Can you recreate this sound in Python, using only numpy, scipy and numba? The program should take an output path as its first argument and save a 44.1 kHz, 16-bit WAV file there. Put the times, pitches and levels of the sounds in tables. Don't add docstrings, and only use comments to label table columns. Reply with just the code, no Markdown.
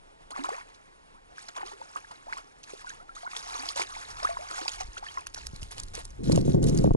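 import sys
import numpy as np
from scipy import signal
from scipy.fft import rfft, irfft
from scipy.io import wavfile
from scipy.ndimage import uniform_filter1d
from numba import njit

SR = 44100
rng = np.random.default_rng(int(sys.argv[2]) if len(sys.argv) > 2 else 0)


def digitize_waveform(pressure):
    field = np.atleast_2d(pressure).T
    bounded = np.clip(field, -1, 1)
    quanta = np.round(bounded * 32767).astype(np.int16)
    wavfile.write(sys.argv[1], SR, quanta)


N = 306936
T = np.arange(N) / SR
FREQS = np.fft.rfftfreq(N, 1 / SR) + 1e-3
TOP_HZ = 11100


# (time [s], spray level [dB], slosh level [dB])
SLAPS = [(0.304, -27, -42), (0.369, -32.5, -40.5), (.436, -24, -33), (.452, -34, -40), (0.485, -33, -40),
         (0.685, -40, -54), (0.74, -41, -65), (1.384, -39.5, -66), (1.482, -30.5, -43), (1.559, -27, -41.5),
         (1.574, -40, -39.5), (1.609, -40, -40), (1.659, -34, -46), (1.714, -43, -45), (1.962, -30, -39),
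         (2.108, -35, -45.5), (2.323, -28.5, -46), (2.374, -29, -40.5), (2.631, -27.5, -56),
         (2.694, -30.5, -46.5), (2.731, -30.5, -66), (2.888, -26.5, -57), (3.148, -28, -49),
         (3.219, -39, -65), (3.362, -18.5, -39), (3.389, -24.5, -65), (3.543, -28.5, -34.5),
         (3.586, -28.5, -46), (3.685, -17, -46), (3.758, -23.5, -38), (3.797, -19.5, -34),
         (3.813, -17.5, -39.5), (4.227, -24.5, -36.5), (4.242, -26, -39), (4.505, -25, -36),
         (4.611, -23, -36), (4.677, -17, -39), (4.731, -28, -59), (4.803, -24, -38), (4.972, -27, -41.5),
         (5.169, -47, -43)]
# (frequency [Hz], gain [dB])
SLAP_COLOUR = [(300, -2), (1200, -34), (2500, -8.5), (4200, 1.5), (6500, 2), (8500, -3.5), (11000, 1)]
SLOSH_COLOUR = [(120, -17), (320, -6), (600, -4.5), (1100, 4.5), (1800, -4), (2800, -5.5), (5000, -10)]

def slaps(attack_s=.0071, spray_t60=.053, slosh_t60=.086, plop_hz=1380, plop_t60=.0076):
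    times, spray_db, slosh_db = np.transpose(SLAPS).copy()
    plinks = grains(rate=1100, band_hz=(1800, 10000), cycles=36, scatter_db=3, width=.5)
    mist = undb(-7) * unit(noise(width=.12))
    spray = unit(mist + plinks) * undb(2 * walk(150))
    spray = colour(spray * bursts(times, undb(spray_db - 7), spray_t60, attack_s), SLAP_COLOUR)
    slosh = grains(rate=1400, band_hz=(280, 3500), cycles=15, scatter_db=2, width=.7)
    slosh = unit(colour(slosh, SLOSH_COLOUR)) * bursts(times, undb(slosh_db), slosh_t60, attack_s)
    hz = plop_hz * 2 ** (.324 * rng.standard_normal(len(times)))
    plops = rings(times + attack_s, hz, undb(slosh_db + 1), plop_t60, glide=14, onset=.66)
    return spray + slosh + plops


# (time [s], pitch [Hz], level [dB], ring t60 [s], glide [octaves/s])
BUBBLES = [(.304, 507, -49, 0.098, 34), (.318, 862, -49.5, 0.64, 30.5), (0.362, 1150, -31.5, .026, -5),
           (.376, 805, -45, 0.087, 1.5), (.39, 259, -38, 0.21, 4), (.405, 857, -59, .17, 33),
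           (.4895, 712, -25.5, 0.023, 35), (0.504, 1000, -35, 0.041, 41), (0.516, 407.4, -37, 0.13, 16.5),
           (.58, 940, -43, 0.087, 18.5), (1.145, 940, -61, .23, 18), (1.32, 716, -50.5, 0.057, 0),
           (1.382, 1540, -37.5, 0.016, 32), (1.561, 1010, -42, 0.13, 4), (1.578, 487, -44, 0.04, 3),
           (1.607, 895, -36, 0.029, 41), (1.63, 850, -35, 0.04, -10), (1.635, 335, -49.5, 0.22, 7.5),
           (1.671, 1177, -49, 0.17, 0.5), (1.716, 780, -40.5, 0.037, 45), (1.733, 407, -48, 0.089, -1),
           (1.8, 512, -53, 0.2, 3.5), (1.815, 840, -37, 0.03, 27), (1.9595, 1096, -30.5, 0.027, 36),
           (2.047, 1740, -42.5, 0.022, -16), (2.108, 974, -48, 0.055, 1), (2.268, 620, -42.5, 0.037, 14),
           (2.28, 714, -47.5, 0.22, 37), (2.326, 1530, -27.5, 0.01, 33), (2.332, 2090, -30, 0.011, 29),
           (2.369, 975, -41.5, 0.078, 29.5), (2.735, 444, -33.5, 0.026, -18), (2.845, 1000, -43, 0.033, -2),
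           (2.869, 1496, -42, 0.11, -3.5), (2.902, 1665, -39.5, 0.039, -8), (2.925, 872, -54.5, 0.14, 16),
           (3.0, 1270, -49.5, .09, 10), (3.01, 672, -54, 0.2, 6), (3.093, 1360, -42.5, 0.058, -1),
           (3.166, 1160, -41, 0.059, 23), (3.231, 690, -43, 0.082, 2), (3.249, 815, -45, .1, 35),
           (3.265, 1430, -39, 0.088, 4.5), (3.276, 970, -29.5, .008, 35), (3.333, 1120, -35, .02, 32),
           (3.366, 3460, -18.5, 0.0046, 37), (3.591, 250, -50, 0.3, 4), (3.704, 1130, -38.5, 0.063, 15),
           (3.758, 534, -43, 0.22, 7.5), (3.772, 855, -37, 0.086, 25.5), (3.796, 850, -17.5, 0.0071, 13),
           (3.797, 344, -45, 0.16, 4), (3.818, 2270, -25, 0.012, 3), (3.965, 818, -39.5, 0.069, 33),
           (4.227, 578, -40, .1, 26), (4.248, 1097, -22, 0.041, 31), (4.292, 678, -32, 0.14, 0.5),
           (4.37, 1030, -25, 0.016, -11), (4.39, 550, -42.5, 0.25, 15), (4.588, 784, -36.5, 0.041, -1),
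           (4.615, 315, -40, 0.083, 5), (4.657, 791, -32, 0.029, 32), (4.681, 2410, -24.5, 0.0083, 35),
           (4.806, 770, -34.5, 0.079, -0.5), (4.969, 1367, -36.5, .031, 36),
           (5.026, 730, -40.5, 0.092, 40.5), (5.066, 1820, -39.5, 0.043, -3),
           (5.086, 3170, -36.5, 0.026, -6), (5.173, 1115, -30.5, 0.064, -5), (5.173, 2030, -32.5, 0.016, 3),
           (5.268, 1460, -27, 0.0043, 34), (5.368, 1350, -38.5, 0.019, 46), (5.376, 780, -34, .011, 41),
           (5.978, 474, -33.5, 0.019, -4)]

def bubbles(width=.58, shed_lag_s=.015, wobble_s=.00006):
    times, hz, level_db, t60, glide = np.transpose(BUBBLES).copy()
    place, size, lag = rng.standard_normal((len(times), 3)).T
    pan = width * place
    parents = rings(times, hz, undb(level_db), t60, glide, pan, onset=.48)
    shed_times = times + shed_lag_s * np.abs(lag)
    ratio = 1.4 * np.exp(.192 * size)
    shed = rings(shed_times, ratio * hz, undb(level_db - 11), t60 / ratio, glide, -pan, onset=.48)
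    heave = T + wobble_s * walk(160)
    wobbling = np.array([np.interp(heave, T, channel) for channel in parents + shed])
    return wobbling * undb(1.5 * walk(200))


# (time [s], length [s], churn level [dB], spray level [dB])
THRASHES = [(.34, 0.25, -53, -57.5), (1.342, .14, -61, -58.5), (1.542, 0.056, -53.5, -62),
            (1.639, 0.059, -58.5, -54), (1.805, 0.58, -63.5, -64.5), (2.278, 0.12, -59.5, -59),
            (2.653, 0.29, -63.5, -59.5), (3.159, 0.24, -61, -58), (3.29, 0.4, -52, -49),
            (3.631, 0.084, -52, -48), (3.751, 0.068, -47, -43), (3.86, 0.44, -55.5, -53.5),
            (4.177, 0.41, -51.5, -51.5), (4.518, .23, -54, -49), (4.765, 0.043, -53.5, -51.5),
            (5.013, 0.19, -57.5, -55), (5.348, 0.066, -60, -51.5)]
# (frequency [Hz], gain [dB])
SPRAY_COLOUR = [(500, -28), (1200, -29), (2500, -7.5), (4200, -0.5), (6500, 2), (8500, -4), (11000, -2.5)]

def wash(surge_db=1.64):
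    times, lengths, churn_db, spray_db = np.transpose(THRASHES)
    power = spells(times, lengths, attack_s=.031, t60=.3, linger_db=-10, linger_t60=2.2)
    churning, falling = np.sqrt(undb([churn_db, spray_db]) ** 2 @ power) * undb(surge_db * walk(35))
    swarm = grains(rate=700, band_hz=(700, 2800), cycles=28, scatter_db=3, width=.6, glide=10)
    strays = grains(rate=60, band_hz=(600, 2600), cycles=65, scatter_db=2, width=.5, glide=16)
    slosh = unit(colour(noise(width=.17) * undb(walk(70)), SLOSH_COLOUR))
    water = undb(-1) * swarm + undb(-9) * strays + undb(-5) * slosh
    fizz = grains(rate=4100, band_hz=(1400, 12400), cycles=6.2, scatter_db=.5, width=.68)
    fizz *= undb(2 * walk(60))
    drops = grains(rate=450, band_hz=(2600, 10500), cycles=38, scatter_db=5, width=.8, glide=14)
    drips = grains(rate=90, band_hz=(1600, 7000), cycles=32, scatter_db=4, width=.6, glide=20)
    spray = colour(undb(-3) * fizz + undb(-5) * drops, SPRAY_COLOUR) + undb(-10) * drips
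    return churning * water + falling * spray


# (time [s], level [dB], ring pitch [Hz])
KNOCKS = [(5.2691, -31, 5920), (5.269, -28.5, 2660), (5.345, -21.5, 5530), (5.468, -21.5, 5400),
          (5.561, -32.5, 4180), (5.63, -29, 2870), (5.714, -35, 6740), (5.781, -28.5, 2980),
          (5.7994, -21.5, 7170), (5.834, -29, 8900), (5.883, -37, 4260), (5.952, -23, 6000),
          (6.052, -27.5, 8700), (6.105, -40, 6200), (6.32, -18, 4430), (6.359, -20, 7050),
          (6.325, -23, 5470), (6.375, -30, 2800), (6.412, -30, 4360), (6.6282, -26, 6440),
          (6.6401, -24.5, 8600), (6.686, -25.5, 6630), (6.696, -25.5, 6280), (6.749, -30.5, 6600),
          (6.775, -22, 6670), (6.787, -26.5, 4820), (6.813, -39, 7000), (6.84, -31, 6760),
          (6.936, -40, 6440)]
# (frequency [Hz], gain [dB])
STONE_COLOUR = [(300, -13), (1200, -10), (2800, -14), (4500, 2), (6800, 1.5), (9000, -4), (11000, -1)]

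def pebbles(touch_lead_s=.0062, attack_s=.00076, crack_t60=.016, ring_t60=.0061):
    times, level_db, hz = np.transpose(KNOCKS).copy()
    touch = bursts(times - touch_lead_s, undb(level_db - 17.5), crack_t60, attack_s)
    strike = bursts(times, undb(level_db - 5), crack_t60, attack_s)
    crack = colour(noise(width=.54) * (touch + strike), STONE_COLOUR)
    pan = .22 * rng.standard_normal(len(times))
    high = rings(times, hz, undb(level_db - 2), ring_t60, pan=pan)
    low = rings(times, .464 * hz, undb(level_db - 14), ring_t60, pan=pan)
    return crack + high + low


# (time [s], length [s], grind level [dB], grit level [dB])
CRUNCHES = [(5.443, 0.011, -59, -52), (5.536, .13, -62, -59.5), (5.614, 0.0057, -55.5, -45),
            (5.705, 0.017, -48.5, -44), (5.762, 0.034, -52, -49), (5.933, 0.067, -48, -44.5),
            (6.23, 0.11, -57, -47.5), (6.303, 0.022, -49.5, -46), (6.338, 0.049, -51.5, -47),
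            (6.445, .1, -60.5, -49), (6.624, 0.24, -55, -53.5), (6.662, 0.012, -67, -38.5)]
# (frequency [Hz], gain [dB])
GRIT_COLOUR = [(1000, 11), (2800, 4.5), (4500, -3.5), (6500, -1), (9000, -4), (11000, -1.5)]

def gravel():
    times, lengths, grind_db, grit_db = np.transpose(CRUNCHES)
    power = spells(times, lengths, attack_s=.01, t60=.14, linger_db=-12, linger_t60=1)
    grinding, crackling = np.sqrt(undb([grind_db, grit_db]) ** 2 @ power)
    grind = grains(rate=1500, band_hz=(420, 3620), cycles=3.2, scatter_db=1, width=.29)
    grit = grains(rate=2500, band_hz=(3800, 11500), cycles=16, scatter_db=4, width=.9)
    return undb(-3) * (grinding * grind + crackling * unit(colour(grit, GRIT_COLOUR)))


# (time [s], level [dB])
BREEZE = [(3.4, -58.5), (4.03, -57), (4.12, -45.5), (4.68, -60.5), (4.8, -46.5), (4.97, -55.5), (5.3, -52),
          (5.5, -40), (5.72, -49), (5.83, -38.5), (6.12, -42), (6.45, -33), (6.96, -28)]
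# (time [s], length [s], level [dB])
GUSTS = [(6.186, 0.08, -33), (6.254, 0.17, -25.5), (6.438, 0.21, -23.5), (6.601, 0.098, -18.5),
         (6.71, 0.18, -25), (6.937, 0.054, -15)]
# (time [s], level [dB], pitch [Hz])
BUFFETS = [(4.842, -29.5, 46), (4.884, -29.5, 43.6), (5.533, -24.5, 121), (5.624, -24.5, 70),
           (5.877, -38, 110), (6.181, -34, 95), (6.297, -4, 226), (6.328, -7, 164), (6.376, -5.5, 127),
           (6.479, -9.5, 223), (6.545, -5, 172), (6.843, -4.5, 154), (6.875, -9, 323), (6.908, -0.5, 122),
           (6.948, -4.5, 326)]
# (frequency [Hz], gain [dB])
RUMBLE_COLOUR = [(10, -8), (25, 5), (48, -2), (85, -6), (130, -16.5), (200, -24), (400, -31), (1000, -93)]
FLUTTER_COLOUR = [(30, -2), (80, -7), (122, 5), (170, 2.5), (230, -3), (350, -6), (500, -17), (750, -30.5),
                  (1100, -47.5), (2000, -24), (5000, -60)]
PUFF_COLOUR = [(100, 12.5), (300, -3), (550, 2.5), (850, -18.5), (1400, -35), (3000, -52)]

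def wind(thump_cycles=3, puff_growth=1.79, choke_level=.27, band_hz=(8, 1050)):
    breeze = undb(np.interp(T, *np.transpose(BREEZE), left=-np.inf) - 3)
    rumble = breeze * unit(colour(noise(width=.23), RUMBLE_COLOUR))
    gusts = [undb(db) * held(start, length, attack_s=.023, t60=.11) for start, length, db in GUSTS]
    eddies = undb(2.5 * walk(90))
    flutter = np.max(gusts, axis=0) * unit(colour(noise(width=.26) * eddies, FLUTTER_COLOUR))
    times, level_db, hz = np.transpose(BUFFETS).copy()
    thumps = rings(times, hz, undb(level_db + 1), thump_cycles / hz, onset=.21)
    puffing = bursts(times, undb(puff_growth * level_db + 2), t60=.019, attack_s=.0013)
    puffs = puffing * unit(colour(noise(width=.14), PUFF_COLOUR))
    choked = choke_level * np.tanh((rumble + flutter + thumps + puffs) / choke_level)
    return signal.sosfilt(signal.butter(5, band_hz, "bandpass", fs=SR, output="sos"), choked)


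# (frequency [Hz], gain [dB])
RIVER_COLOUR = [(12, -48), (20, 9), (64, -8), (134, -13), (174, -11), (199, -14.5), (266, -13),
                (365, -13.5), (406, -12.5), (725, -16), (806, -13.5), (1110, -18.5), (11000, -34),
                (14300, -106), (22000, -120)]

def river(level_db=-60.5):
    rush = noise(width=.2) * undb(1.3 * walk(30))
    return undb(level_db) * unit(colour(rush, RIVER_COLOUR))


def insect(level_db=-73.5, chirps_per_s=9.7, pitch_hz=9450):
    wavering_hz = pitch_hz * (1 + .015 * walk(200))
    tone = np.sin(2 * np.pi * np.cumsum(wavering_hz) / SR)
    pulses = np.maximum(np.sin(2 * np.pi * chirps_per_s * T), 0)
    return undb(level_db) * tone * pulses * np.ones((2, 1))


def undb(db):
    return 10 ** (np.asarray(db) / 20)


def unit(x):
    return x / np.sqrt(np.mean(x ** 2))


def response(points):
    hz, db = np.transpose(points)
    return undb(np.interp(np.log(FREQS), np.log(hz), db))


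def colour(x, points):
    gain = response(points)
    return irfft(rfft(x) * gain / np.sqrt(np.mean(gain[FREQS < TOP_HZ] ** 2)), N)


def walk(rate):
    hold = int(SR / rate)
    steps = np.repeat(rng.standard_normal(N // hold + 1), hold)
    return unit(uniform_filter1d(uniform_filter1d(steps, hold), hold)[:N])


def noise(width):
    mid, side = rng.standard_normal((2, N))
    return mid + width * side * np.array([[1], [-1]])


def bursts(times, gains, t60, attack_s):
    out = np.zeros(N)
    for time, gain in zip(times, gains):
        start = int(time * SR)
        age = T[:min(N - start, SR // 2)]
        out[start:start + len(age)] += gain * (1 - np.exp(-age / attack_s)) * undb(-60 * age / t60)
    return out


def held(start, length, attack_s, t60):
    rise = np.sin(np.pi / 2 * np.clip((T - start) / attack_s, 0, 1))
    return rise * undb(-60 * np.clip((T - start - length) / t60, 0, 2))


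def spells(times, lengths, attack_s, t60, linger_db, linger_t60):
    quick = np.array([held(*spell, attack_s, t60) for spell in zip(times, lengths)])
    slow = np.array([held(*spell, attack_s, linger_t60) for spell in zip(times, lengths)])
    return np.maximum(quick, undb(linger_db) * slow) ** 2


@njit
def rings(times, hz, gains, t60, glide=0., pan=0., onset=1.):
    out = np.zeros((2, N))
    each = np.ones(len(times))
    t60s, glides, pans = t60 * each, glide * each, pan * each
    for k in range(len(times)):
        start, pitch, gain, phase = int(times[k] * SR), hz[k], gains[k], 0.
        fade, climb = np.exp(-6.91 / (t60s[k] * SR)), 2 ** (glides[k] / SR)
        for i in range(max(start, 0), min(N, start + int(t60s[k] * SR))):
            phase += pitch / SR
            sample = gain * np.sin(2 * np.pi * phase) * (1 - np.exp(-phase / onset))
            out[0, i] += sample * (1 + pans[k])
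            out[1, i] += sample * (1 - pans[k])
            pitch = min(pitch * climb, .4 * SR)
            gain *= fade
            if pitch > 1.8 * hz[k]:
                gain *= .996
    return out


def grains(rate, band_hz, cycles, scatter_db, width, glide=0.):
    when, pitch, size, length, place, lift = rng.random((int(rate * (N / SR)), 6)).T.copy()
    low_hz, high_hz = band_hz
    hz = low_hz * (high_hz / low_hz) ** pitch
    gains = undb(-scatter_db * np.log(np.exp(-4) + size)) * np.sqrt(hz)
    t60 = cycles * (.5 + length) / hz
    pan = width * (2 * place - 1)
    return unit(rings(when * N / SR, hz, gains, t60, glide * (2 * lift - .5), pan, onset=.5))


def scene(fade_out_s=.012):
    fish = bubbles() + wash() + slaps()
    bank = pebbles() + gravel()
    fade_out = np.minimum(T[::-1] / fade_out_s, 1)
    return fade_out * (fish + bank + wind() + river() + insect())


# (frequency [Hz], side gain [dB])
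WIDENING = [(40, -12), (80, -10), (160, 0), (320, 5), (640, 9), (1300, 10.5), (2200, 6.5), (4500, 2.5),
            (6500, 0), (10500, -4.5)]

def record(dry, lead_s=1.15e-5):
    shift = np.exp(1j * (np.pi / 2 + 2 * np.pi * FREQS * lead_s))
    side = irfft(rfft(dry.mean(axis=0)) * response(WIDENING) * shift, N)
    wide = dry + side * np.array([[1], [-1]])
    return signal.sosfilt(signal.ellip(8, .2, 60, TOP_HZ, fs=SR, output="sos"), wide)


dry = scene()
out = record(dry)
digitize_waveform(out)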